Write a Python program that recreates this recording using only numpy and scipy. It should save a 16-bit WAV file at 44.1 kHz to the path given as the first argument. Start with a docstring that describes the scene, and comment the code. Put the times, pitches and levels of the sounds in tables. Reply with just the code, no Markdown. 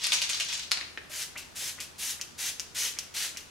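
"""A spray bottle's finger pump is pressed six times: each stroke hisses out a mist of filtered noise
and droplet ticks, then the plunger sucks back (slips through a rising resonance) and clicks.
Before that, plastic knocks and scrapes as the bottle is picked up; its cap snaps off and is put
aside, made from short contacts that ring. A small, hard-walled room adds echoes and a faint hum."""
import sys
import numpy as np
from scipy import signal
from scipy.fft import rfft, irfft, next_fast_len
from scipy.io import wavfile
from scipy.ndimage import uniform_filter1d, map_coordinates

SR = 44100
rng = np.random.default_rng(int(sys.argv[2]) if len(sys.argv) > 2 else 0)


def unload_audio(sound):
    """Save the sound as a 16-bit wav file, at the path given as the first command line argument."""
    columns = np.transpose(np.atleast_2d(sound))
    # keep every value between -1 and 1, then stretch to whole-number steps
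    steps = np.round(np.clip(columns, -1, 1) * 32767)
    wavfile.write(sys.argv[1], SR, steps.astype(np.int16))


N = 154350
TIME = np.arange(N) / SR

# tone of the mist and of the spring's rustle: (frequency [Hz], relative level [dB])
MIST_TONE = [(150, -32), (400, -20.5), (1150, -13.5), (1650, -6), (2800, -2), (4200, -2.5), (6000, -1.5),
             (9400, -6), (10600, -5.5), (13000, -11.5), (15500, -19)]


def amp(db):
    """Decibels to gain."""
    return 10 ** (np.asarray(db) / 20)


def unit(x):
    """Scale to an average strength (rms) of 1."""
    return x / np.sqrt(np.mean(x ** 2) + 1e-20)


def along(points, hz):
    """Read a curve of (Hz, value) points on a log frequency axis."""
    f, v = np.transpose(points)
    return np.interp(np.log(hz + 1), np.log(f + 1), v)


def filtered(x, response):
    """Multiply the spectrum of x by a function of frequency."""
    size = next_fast_len(N + SR // 2)
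    spectrum = rfft(x, size) * response(np.fft.rfftfreq(size, 1 / SR))
    return irfft(spectrum, size)[..., :N]


def body(x, tone, size=2048):
    """Colour a sound without smearing it backwards in time; a click keeps its energy."""
    # folding the cepstrum (spectrum of the log spectrum) gives a response that only rings onwards
    cepstrum = irfft(np.log(amp(along(tone, np.fft.rfftfreq(size, 1 / SR)))))
    cepstrum[1:size // 2] *= 2
    cepstrum[size // 2 + 1:] = 0
    response = irfft(np.exp(rfft(cepstrum)))
    return signal.fftconvolve(x, response / np.linalg.norm(response))[:N]


def noise(tone):
    """Coloured noise of rms 1."""
    return unit(body(rng.standard_normal(N), tone))


def wobble(rate):
    """A smooth random curve through this many random points a second."""
    points = rng.standard_normal(int(N * rate / SR) + 4)
    return map_coordinates(points, [TIME * rate])


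def fade(start, life):
    """A sudden start and an exponential fall; life is the time [s] to fall to 37 percent."""
    return (TIME >= start) * np.exp(-np.abs(TIME - start) / life)


def ticks(rate):
    """Tiny contacts of random size, about this many a second."""
    return (rng.random(N) < rate / SR) * rng.standard_normal(N)


def impulse(s):
    """One sharp contact, a single sample long."""
    return signal.unit_impulse(N, int(s * SR))


def contact(s):
    """A blow smeared over a millisecond or so by the thin plastic wall."""
    t = np.arange(256) / SR
    smear = np.exp(-t / 0.00037) * rng.standard_normal(len(t))
    # keep only the phases: every frequency is equally strong
    burst = irfft(np.exp(1j * np.angle(rfft(smear))))
    return np.pad(burst, (int(s * SR), N))[:N]


def click(s, ring_db, t60, strike=impulse):
    """A contact and the dense short ring of plastic, which falls 60 dB in t60 seconds."""
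    ring = fade(s, t60 / np.log(1000)) * rng.standard_normal(N)
    return strike(s) + amp(ring_db) * ring / np.linalg.norm(ring)


def ringing(x, hz):
    """Lift the resonance of the spot that is struck."""
    b, a = signal.iirpeak(hz, 2.66, SR)  # 2.66: sharpness (Q)
    return x + amp(1.5) * signal.lfilter(b, a, x)


def patchy(x):
    """Each band of the sound swells and sinks a little on its own."""
    bands = signal.stft(x)[2]
    field = rng.standard_normal(bands.shape)
    field = uniform_filter1d(field, size=5, axis=0)  # neighbouring frequencies
    field = uniform_filter1d(field, size=12, axis=1)  # neighbouring moments
    swells = amp(0.73 * unit(field))
    return unit(signal.istft(bands * swells)[1][:N])


def floor():
    """Steady noise of the room's air and two slightly unsteady hum tones."""
    # tone of the air: (frequency [Hz], relative level [dB])
    air_tone = [(20, -2), (40, -4), (80, 0), (300, 0), (600, -5), (1500, -5.5), (4000, -17), (10000, -16.5),
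                (15500, -29)]
    # stereo width of the air: (frequency [Hz], side over mid [dB])
    width = [(80, -3), (150, -0.5)]
    # hum tones: (frequency [Hz], average level [dB])
    hum_tones = [(80, -66.5), (140, -70.5)]
    mid = noise(air_tone)
    side = filtered(noise(air_tone), lambda f: amp(along(width, f)))
    hum = 0
    for hz, db in hum_tones:
        level = amp(db + 0.9 * wobble(rate=4.53))
        phase = 2 * np.pi * hz * TIME + 1.0 * wobble(rate=4.47)
        hum = hum + level * np.sqrt(2) * np.sin(phase)
    return amp(-56.5) * np.array([mid + side, mid - side]) + hum


def clatter():
    """Plastic knocks, each chattering on briefly, over the tiny contacts of sliding plastic."""
    # knocks: (time [s], relative level [dB], decay of the chatter [s], pitch of the ring [Hz])
    knock_list = [(.0378, -20.5, 0.0067, 10000), (.043, -18, 0.016, 4430), (0.0683, -19, 0.0045, 11600),
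                  (0.1208, -14, .002, 3470), (0.1281, -14, 0.0025, 3050), (.133, -15, 0.021, 6160),
                  (0.2178, -18, 0.0058, 4000), (.223, -18, 0.02, 4380), (.293, -18, 0.0078, 2700),
                  (.298, -20, 0.014, 7800), (0.3998, -16.5, 0.0099, 2760), (0.4074, -22.5, 0.018, 4300),
                  (.448, -29, .003, 10000), (.528, -23, 0.002, 3440), (0.535, -23, 0.011, 6100),
                  (.578, -31, 0.0028, 9000), (.595, -28.5, 0.0034, 6100)]
    # tone of the knocks: (frequency [Hz], relative level [dB])
    knock_tone = [(150, -49), (500, -21.5), (1050, -11.5), (1740, -8), (2600, -0.5), (4500, -4.5),
                  (6500, -2.5), (8000, -9.5), (10500, -10.5), (15000, -30)]
    # loudness of the sliding: (time [s], level [dB])
    slide_level = [(0, -40), (.15, -35.5), (.2, -37.5), (.28, -46.5), (.345, -33.5), (.385, -41.5),
                   (.48, -44), (.495, -36.5), (.61, -41.5), (.66, -49), (.71, -62)]
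    # tone of the sliding: (frequency [Hz], relative level [dB])
    slide_tone = [(200, -40), (900, -14), (1800, -7), (2700, -0.5), (4500, 0.5), (6500, -3), (8500, -11.5),
                  (15000, -26)]
    knocks = 0
    for s, db, life, hz in knock_list:
        chatter = amp(-6) * fade(s, life) * ticks(rate=2000)
        knocks = knocks + amp(db + 8) * ringing(contact(s) + chatter, hz)
    sliding = patchy(body(ticks(rate=5000), slide_tone))
    roughness = unit(amp(2 * wobble(rate=280)))
    sliding = sliding * amp(np.interp(TIME, *np.transpose(slide_level))) * roughness
    return body(knocks, knock_tone) + sliding


def cap():
    """A light tick and a hard snap as the cap comes off, then softer and duller knocks."""
    # blows: (time [s], relative level [dB], dull above [Hz])
    blow_list = [(0.7128, -18, 14000), (0.7172, -3.5, 9000), (0.7233, -21.5, 7500), (.773, -14.5, 4500),
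                 (.812, -19, 4570)]
    # tone of the blows: (frequency [Hz], relative level [dB])
    blow_tone = [(150, -31), (500, -19), (1150, -7.5), (1600, -6), (2300, -1.5), (3200, -3), (4300, 3.5),
                 (5700, -2.5), (7700, -8.5), (11000, -8.5), (15000, -23)]
    blows = 0
    for s, db, hz in blow_list:
        blow = click(s, ring_db=-4.5, t60=0.14)
        dulled = filtered(blow, lambda f: 1 / (1 + np.sqrt(2) * 1j * f / hz - (f / hz) ** 2))
        blows = blows + amp(db + 7) * dulled
    return body(blows, blow_tone)


def put_down():
    """The hollow cap rattles, then lands with a compact clack: smeared blows with a short ring."""
    # blows: (time [s], relative level [dB], pitch of the ring [Hz])
    blow_list = [(0.8115, -16.5, 2150), (.819, -26, 1800), (0.829, -21, 2450), (0.849, -23.5, 2500),
                 (.975, -10.5, 1830)]
    # tone of the blows: (frequency [Hz], relative level [dB])
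    blow_tone = [(150, -14), (380, 4.5), (900, -8.5), (1650, 5), (2450, 7.5), (4000, -5.5), (6000, -13),
                 (15000, -38)]
    blows = 0
    for s, db, hz in blow_list:
        blow = click(s, ring_db=-9, t60=0.045, strike=contact)
        blows = blows + amp(db - 3) * ringing(blow, hz)
    return body(blows, blow_tone)


def mist(start, length, db, rise, treble_db, jet_db):
    """The nozzle's hiss follows a pressure that builds and drains; its jet's whistle follows more steeply."""
    release_s, treble_hz, jet_hz = 0.031, 7500, 6120
    age = np.maximum(TIME - start, 0)
    build = np.sqrt((1 - np.exp(-age / rise)) * (1 - np.exp(-(age + 0.028) / rise)))
    drain = np.exp(-np.maximum(age - length, 0) / release_s)
    pressure = build * drain

    droplets = amp(-7.5) * unit(ticks(rate=1100))
    spray = patchy(body(rng.standard_normal(N) + droplets, MIST_TONE))
    hiss = filtered(spray, lambda f: amp(treble_db * f ** 4 / (f ** 4 + treble_hz ** 4)))

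    # two random curves on a sine and a cosine make a narrow band of noise around jet_hz
    turn = 2 * np.pi * jet_hz * TIME
    whistle = unit(wobble(rate=1500) * np.sin(turn) + wobble(rate=1600) * np.cos(turn))
    jet = amp(jet_db) * pressure ** 2 * whistle
    sputter_db = 0.5 * wobble(rate=150)
    return amp(db + sputter_db) * pressure * (hiss + jet)


def gurgles():
    """Two faint low gulps of liquid in the bottle: quickly fading bands of noise."""
    # gulps: (time [s]); the last falls at the very end and is not heard
    gulp_times = [1.1, 1.622, 3.5]
    gulp_hz = 543
    band = filtered(rng.standard_normal(N),
                    lambda f: 1 / (1 + (2 * (f / gulp_hz - gulp_hz / (f + 1))) ** 2))
    return amp(-45.5) * unit(band) * sum(fade(s, 0.0052) for s in gulp_times)


def plunger():
    """The seal rasps back through a rising resonance; the plunger hits, rebounds twice, its spring rustles."""
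    # returns: (time of the click [s], relative click level [dB], suck level [dB], rustle level [dB])
    return_list = [(1.376, -29, -39, -38.5), (1.803, -17, -44, -36.5), (2.2133, -12, -47, -42.5),
                   (2.5969, -10, -51, -42), (2.988, -9.5, -44.5, -39.5), (3.372, -17, -44.5, -42)]
    # tone of the clicks: (frequency [Hz], relative level [dB])
    click_tone = [(200, -23), (1200, -15.5), (2100, -9.5), (2900, 0.5), (3800, -8.5), (5000, 3), (6200, 5),
                  (8200, -6.5), (11000, -11.5), (15500, -19)]
    rebound_s, suck_lead_s = 0.0032, 0.027
    suck_hz, suck_rise, suck_width_hz = 2820, 58000, 400  # suck_rise in Hz per second
    clicks, rustle, suck = np.zeros((3, N))
    for s, click_db, suck_db, rustle_db in return_list:
        hit = click(s, ring_db=-21, t60=0.092, strike=contact)
        rebounds = sum(contact(s + k * rebound_s) for k in (1, 2))
        clicks += amp(click_db + 3.5) * (hit + amp(-7.5) * rebounds)
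        rustle += amp(rustle_db) * fade(s, 0.037)

        # the resonance climbs to suck_hz at the click, then stays there
        pitch = suck_hz + suck_rise * np.minimum(TIME - s, 0)
        turn = np.exp(2j * np.pi * np.cumsum(pitch) / SR)
        # slips of equal size ring in a filter that turns along with the pitch
        slips = np.sign(ticks(rate=600)) / turn
        rung = signal.lfilter([1], [1, -np.exp(-np.pi * suck_width_hz / SR)], slips)
        rasp = unit(np.imag(rung * turn))
        swell = np.clip(2 * (TIME - s + suck_lead_s) / suck_lead_s, 0, 1)
        suck += amp(suck_db) * fade(s - suck_lead_s, 0.04) * swell * rasp
    spring = rustle * unit(body(ticks(rate=7100), MIST_TONE))
    return body(clicks, click_tone) + spring + suck


def room(x, wet_db, pan):
    """Direct sound, nearby walls and an echo tail that dies faster in the treble than in the bass."""
    # time for the tail to fall by 60 dB: (frequency [Hz], time [s])
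    tail_t60 = [(500, 0.82), (2500, 0.58), (6000, 0.47), (10000, 0.51)]
    # tone of the echoes: (frequency [Hz], relative level [dB])
    echo_tone = [(600, -1), (1300, -3), (7000, -.5), (14000, -9)]
    hz, t, bands = signal.stft(rng.standard_normal((2, SR * 3 // 5)), SR, nperseg=256)
    decay = amp(-60 * t / along(tail_t60, hz)[:, None])
    tail = signal.istft(bands * decay, SR, nperseg=256)[1]
    t = np.arange(tail.shape[1]) / SR
    tail *= np.minimum(t / 0.0016, 1)

    # early echoes: scattered single reflections that start after 2 ms
    early = (rng.random(tail.shape) < 1500 / SR) * rng.standard_normal(tail.shape)
    early = early * (t > .002) * np.exp(-t / 0.0071)
    answer = tail / np.linalg.norm(tail, axis=1, keepdims=True)
    answer = answer + amp(-0.5) * early / np.linalg.norm(early, axis=1, keepdims=True)

    echoes = signal.fftconvolve(x[None], answer, axes=1)[:, :N]
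    wet = filtered(echoes, lambda f: amp(wet_db + along(echo_tone, f)))
    # half of the left-right difference goes to each channel
    return filtered(x + wet, lambda f: amp(np.outer([1, -1], along(pan, f)) / 2))


def scene():
    """The pump has weaker echoes than the handling; each sound gets its own random echoes."""
    # strokes: (start [s], time until the pressure drains [s], level [dB], pressure rise [s],
    #           treble lift [dB], whistle of the jet over the hiss [dB])
    strokes = [(1.094, 0.13, -33, 0.096, 0.5, -23), (1.551, .14, -35.5, 0.039, 2, -15),
               (1.981, 0.13, -35, 0.035, 4, -6), (2.378, 0.11, -34, 0.025, 1.5, -6),
               (2.746, 0.13, -32, 0.025, 0.5, -5), (3.139, 0.12, -32, 0.02, -2, -43)]
    # left-right balance of the handling: (frequency [Hz], left over right [dB])
    handling_pan = [(200, -11), (1000, 1), (5000, 2.5), (9000, -0.5)]
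    # left-right balance of the pump: (frequency [Hz], left over right [dB])
    pump_pan = [(200, -2), (1500, 1), (3000, 3.5), (9000, 0)]
    background = floor()
    handling = sum(room(x, -0.5, handling_pan) for x in (clatter(), cap(), put_down()))
    pump_sounds = [mist(*stroke) for stroke in strokes] + [gurgles() + plunger()]
    pump = sum(room(x, -5.5, pump_pan) for x in pump_sounds)
    return handling + pump + background


def record(dry):
    """Keep nothing at or above a sharp limit of 15780 Hz."""
    return filtered(dry, lambda hz: hz < 15780)


dry = scene()
out = record(dry)
unload_audio(out)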